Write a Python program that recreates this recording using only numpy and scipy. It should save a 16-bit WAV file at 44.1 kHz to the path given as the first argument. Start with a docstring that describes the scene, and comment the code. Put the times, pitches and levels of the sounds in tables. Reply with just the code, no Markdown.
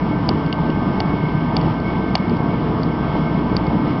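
"""A steady low roar: a torpedo heater burns just outside an open door, its flame sputtering
and resonating in tube and doorway. The motor hums, the fan sings at multiples of its shaft
rate and the air stream whistles faintly. Close by, a hand clicks the plastic trigger of a
thermometer, ringing its case, and bumps the case with dull thuds."""
import sys
import numpy as np
from scipy import signal
from scipy.fft import rfft, irfft
from scipy.io import wavfile
from scipy.ndimage import uniform_filter1d

SR = 44100
rng = np.random.default_rng(int(sys.argv[2]) if len(sys.argv) > 2 else 0)


def wav_out(sig):
    """Save sig, one row per channel (or a flat mono array), as 16-bit PCM at SR to the path in sys.argv[1]."""
    wavfile.write(sys.argv[1], SR, np.round(np.clip(np.atleast_2d(sig).T, -1, 1) * 32767).astype(np.int16))


N = 176400


def undb(db):
    """Decibels to gain."""
    return 10 ** (np.asarray(db) / 20)


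def walk(rate_hz):
    """Smooth random motion, rms 1."""
    hold = max(int(SR / rate_hz), 2)
    steps = np.resize(np.repeat(rng.standard_normal(400), hold), N)
    return unit_rms(uniform_filter1d(uniform_filter1d(steps, hold), hold))


def unit_rms(x):
    return x / np.sqrt(np.mean(x ** 2))


def resonance(f, centre_hz, width_hz):
    """Power response of one resonance, peak 1."""
    return 1 / (1 + (2 * (f - centre_hz) / width_hz) ** 2)


def sine(cycles):
    """Sine with a random start phase."""
    return np.sin(2 * np.pi * (cycles + rng.random()))


def ring(modes, attack_s):
    """Damped modes, swelling while the contact lasts."""
    t = np.arange(N // 20) / SR
    swell = np.sin(np.pi / 2 * np.minimum(t / attack_s, 1)) ** 2
    return swell * sum(undb(db - 60 * t / t60_s) * sine(hz * t) for hz, db, t60_s in modes)


def mix_in(out, start_s, sound):
    i = int(np.clip(start_s * SR, 0, N - 1))
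    out[i:i + len(sound)] += sound[:N - i]


# flame and fan air spectrum: f/Hz, relative density/dB
ROAR_SPECTRUM = [(12, -19.5), (45, -17), (85, -9.5), (160, -1), (300, -3.5), (385, -11), (560, -18.5),
                 (880, -17), (1150, -20.5), (1330, -23.5), (1460, -29.5), (2000, -32.5), (2620, -37.5),
                 (2830, -34.5), (3350, -35), (3700, -43.5), (5300, -44), (6000, -62.5)]
# tube and doorway resonances: f/Hz, width/Hz, gain/dB
TUBE_DOOR_PEAKS = [(156.3, 9, 6), (192.7, 14, 3.5), (239.7, 14, 5), (296.3, 14, 3.5), (392, 7, 3),
                   (435.3, 18, 4), (631.5, 31, 5), (691, 36, 5), (855, 22, 1), (876.7, 21, 9.5),
                   (940.4, 18, 11), (993.6, 18, 9), (1092, 24, 3), (1202, 18, 2.5)]
# cancellation by floor and door echoes: f/Hz, width/Hz, gain/dB
ECHO_NULLS = [(210.7, 8.1, -7.5), (254.5, 11, -9), (380.6, 12, -8), (885, 7.6, -2.5), (957, 13, -9)]
ROAR_DB, FLUTTER_DB, FLUTTER_HZ, FLICKER_DB, FLICKER_HZ = -18.5, 0.67, 14, 1.0, 21.94
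PUFFS_PER_S, PUFF_HZ, PUFF_DB, PUFF_SPREAD_DB = 22, 189, -28, 3.5

def flame_roar():
    """Turbulence and small flame puffs sound through tube and doorway."""
    f = np.maximum(np.arange(N // 2 + 1) * SR / N, 1)
    space = undb(sum(db * resonance(f, hz, width) for hz, width, db in TUBE_DOOR_PEAKS + ECHO_NULLS))
    knots_hz, knots_db = np.array(ROAR_SPECTRUM).T
    density = undb(np.interp(np.log(f), np.log(knots_hz), knots_db))
    air = rfft(rng.standard_normal(N)) * density * space
    # octaves flicker alone and flutter together
    octave = np.clip(np.log2(f / 100), 0, 6)
    bands = [irfft(air * np.maximum(1 - abs(octave - k), 0), N) for k in range(7)]
    rush = sum(band * undb(FLICKER_DB * walk(FLICKER_HZ)) for band in bands)
    rush *= undb(FLUTTER_DB * walk(FLUTTER_HZ))
    onsets = rng.random(N) < PUFFS_PER_S / SR
    kicks = onsets * undb(PUFF_SPREAD_DB * rng.standard_normal(N))
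    puff_spectrum = (f / PUFF_HZ) ** 2 * np.exp(-2 * f / PUFF_HZ)
    puffs = -irfft(rfft(kicks) * puff_spectrum * space, N)
    return undb(ROAR_DB) * unit_rms(rush) + undb(PUFF_DB) * unit_rms(puffs)


# mains hum: f/Hz, rms level/dB
HUM_TONES = [(59.9, -35.5), (119.8, -37.5)]
# fan tones: shaft order, rms level/dB
FAN_TONES = [(12, -50.5), (20, -43), (22, -41.5), (24, -49), (28, -41.5), (32, -53.5), (36, -68.5)]
SHAFT_HZ, SHAFT_WANDER = 55.34, 0.00034
HUM_WAVER_DB, FAN_WAVER_DB = 2.5, 1.96

def motor_and_fan(t):
    """Mains hum and shaft harmonics, wavering in the hot air."""
    turns = np.cumsum(SHAFT_HZ * (1 + SHAFT_WANDER * walk(2.85))) / SR
    hum = sum(undb(db + HUM_WAVER_DB * walk(4)) * sine(hz * t) for hz, db in HUM_TONES)
    fan = sum(undb(db + FAN_WAVER_DB * walk(9)) * sine(order * turns) for order, db in FAN_TONES)
    return np.sqrt(2) * (hum + fan)


# air stream resonances: f/Hz, width/Hz, relative level/dB
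WHISTLE_PEAKS = [(2096, 15, -6), (2167, 22, 1.5), (2201, 18, 0), (2256, 28, -9)]
# locks onto one pitch: centre t/s, length/s, f/Hz, rms level at centre/dB
WHISTLE_LOCKS = [(.11, .12, 2190, -42.5), (1.105, 0.17, 2200, -42), (1.25, 0.23, 2160, -41),
                 (1.883, .12, 2193, -35.5), (2.53, .11, 2214, -40.5), (3.127, .1, 2176, -42),
                 (3.314, 0.18, 2160, -43), (3.674, 0.1, 2210, -39)]
WHISTLE_DB, WHISTLE_WAVER_DB, PITCH_JITTER = -45, 1.5, 0.008

def air_whistle(t):
    """Air excites a cluster of narrow resonances and now and then locks onto one pitch."""
    f = np.arange(N // 2 + 1) * SR / N
    shape = sum(undb(db) * resonance(f, hz, width) for hz, width, db in WHISTLE_PEAKS)
    narrow_noise = unit_rms(irfft(rfft(rng.standard_normal(N)) * shape, N))
    out = narrow_noise * undb(WHISTLE_DB + WHISTLE_WAVER_DB * walk(10))
    unsteady_t = t + np.cumsum(PITCH_JITTER * walk(60)) / SR
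    for centre_s, length_s, hz, db in WHISTLE_LOCKS:
        swell = np.cos(np.pi * np.clip((t - centre_s) / length_s, -0.5, 0.5))
        out += np.sqrt(2) * undb(db) * swell * np.sin(2 * np.pi * hz * unsteady_t)
    return out


# trigger snaps: t/s, relative level/dB, shell ring gain/dB, case knock gain/dB
TRIGGER_SNAPS = [(0.2896, -14.5, -1, 7), (0.4626, -36.5, 7, 2), (.5267, -24.5, 13.5, -2),
                 (.7008, -40, 19, -6), (1.0029, -18, 1.5, 12), (1.5664, -17, -1.5, 4),
                 (1.6127, -35, 12, -9), (1.8, -37, -7, -13), (2.153, -8.5, -0.5, 4.5),
                 (2.1789, -37, -11, -18), (2.2953, -33, 0, -14), (2.368, -37, -4, -17),
                 (2.832, -26.5, -11, -17), (3.5658, -16, -15, -6), (3.6671, -34.5, -9, -15)]
# plastic case modes: f/Hz, relative level/dB, t60/s
CASE_MODES = [(755, -5, 0.017), (1050, -9.5, .009), (1530, -14, 0.0084), (2250, -9.5, 0.013),
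              (2880, -10, 0.018), (3320, -16, 0.025), (3650, -11.5, 0.014), (4513, 0, .011),
              (4825, -6, 0.0096), (5125, -10, 0.0093)]
KNOCK_BELOW_HZ, SHELL_HZ, SHELL_WIDTH_HZ = 1800, 2880, 500
CLICK_ATTACK_S, CLICK_DB, CRACK_DB, CRACK_T60_S = 0.00083, 6, -6, 0.0071

def trigger_clicks():
    """The trigger snaps with a short crack and rings the plastic case."""
    out = np.zeros(N)
    t = np.arange(N // 20) / SR
    crack_envelope = np.minimum(t / CLICK_ATTACK_S, 1) * undb(CRACK_DB - 60 * t / CRACK_T60_S)
    for start_s, snap_db, shell_db, knock_db in TRIGGER_SNAPS:
        modes = []
        for hz, db, t60_s in CASE_MODES:
            shell_weight = resonance(hz, SHELL_HZ, SHELL_WIDTH_HZ)
            gain_db = knock_db if hz < KNOCK_BELOW_HZ else shell_db * shell_weight
            modes.append((hz, db + gain_db, t60_s))
        crack = crack_envelope * rng.standard_normal(len(t))
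        mix_in(out, start_s, undb(snap_db + CLICK_DB) * (ring(modes, CLICK_ATTACK_S) + crack))
    return out


# hand on the case: t/s, relative level/dB
HAND_BUMPS = [(.313, -6), (1.591, -6), (3.153, -6), (3.18, -10)]
# modes of a bump: f/Hz, relative level/dB, t60/s
THUD_MODES = [(35, -21, 0.072), (235, -1.5, 0.015), (567, -13, 0.016), (980, -8, 0.02)]

def case_bumps():
    """The hand bumps the case, exciting low modes that die fast."""
    out = np.zeros(N)
    for start_s, db in HAND_BUMPS:
        mix_in(out, start_s, undb(db) * ring(THUD_MODES, attack_s=0.00087))
    return out


def scene():
    """Heater and thermometer, mono."""
    t = np.arange(N) / SR
    heater = flame_roar() + motor_and_fan(t) + air_whistle(t)
    return (heater + trigger_clicks() + case_bumps())[None]


BAND_HZ, CLIP_LEVEL, TOP_HZ = 5850, 0.66, 6228

def record(dry):
    """A narrow-band recorder dulls the treble, overloads on the hardest click and cuts the top."""
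    dull = signal.sosfilt(signal.butter(20, BAND_HZ, fs=SR, output="sos"), dry)
    clipped = dull / (1 + (dull / CLIP_LEVEL) ** 12) ** (1 / 12)
    return signal.sosfilt(signal.ellip(6, 0.3, 25, TOP_HZ, fs=SR, output="sos"), clipped)


dry = scene()
out = record(dry)
wav_out(out)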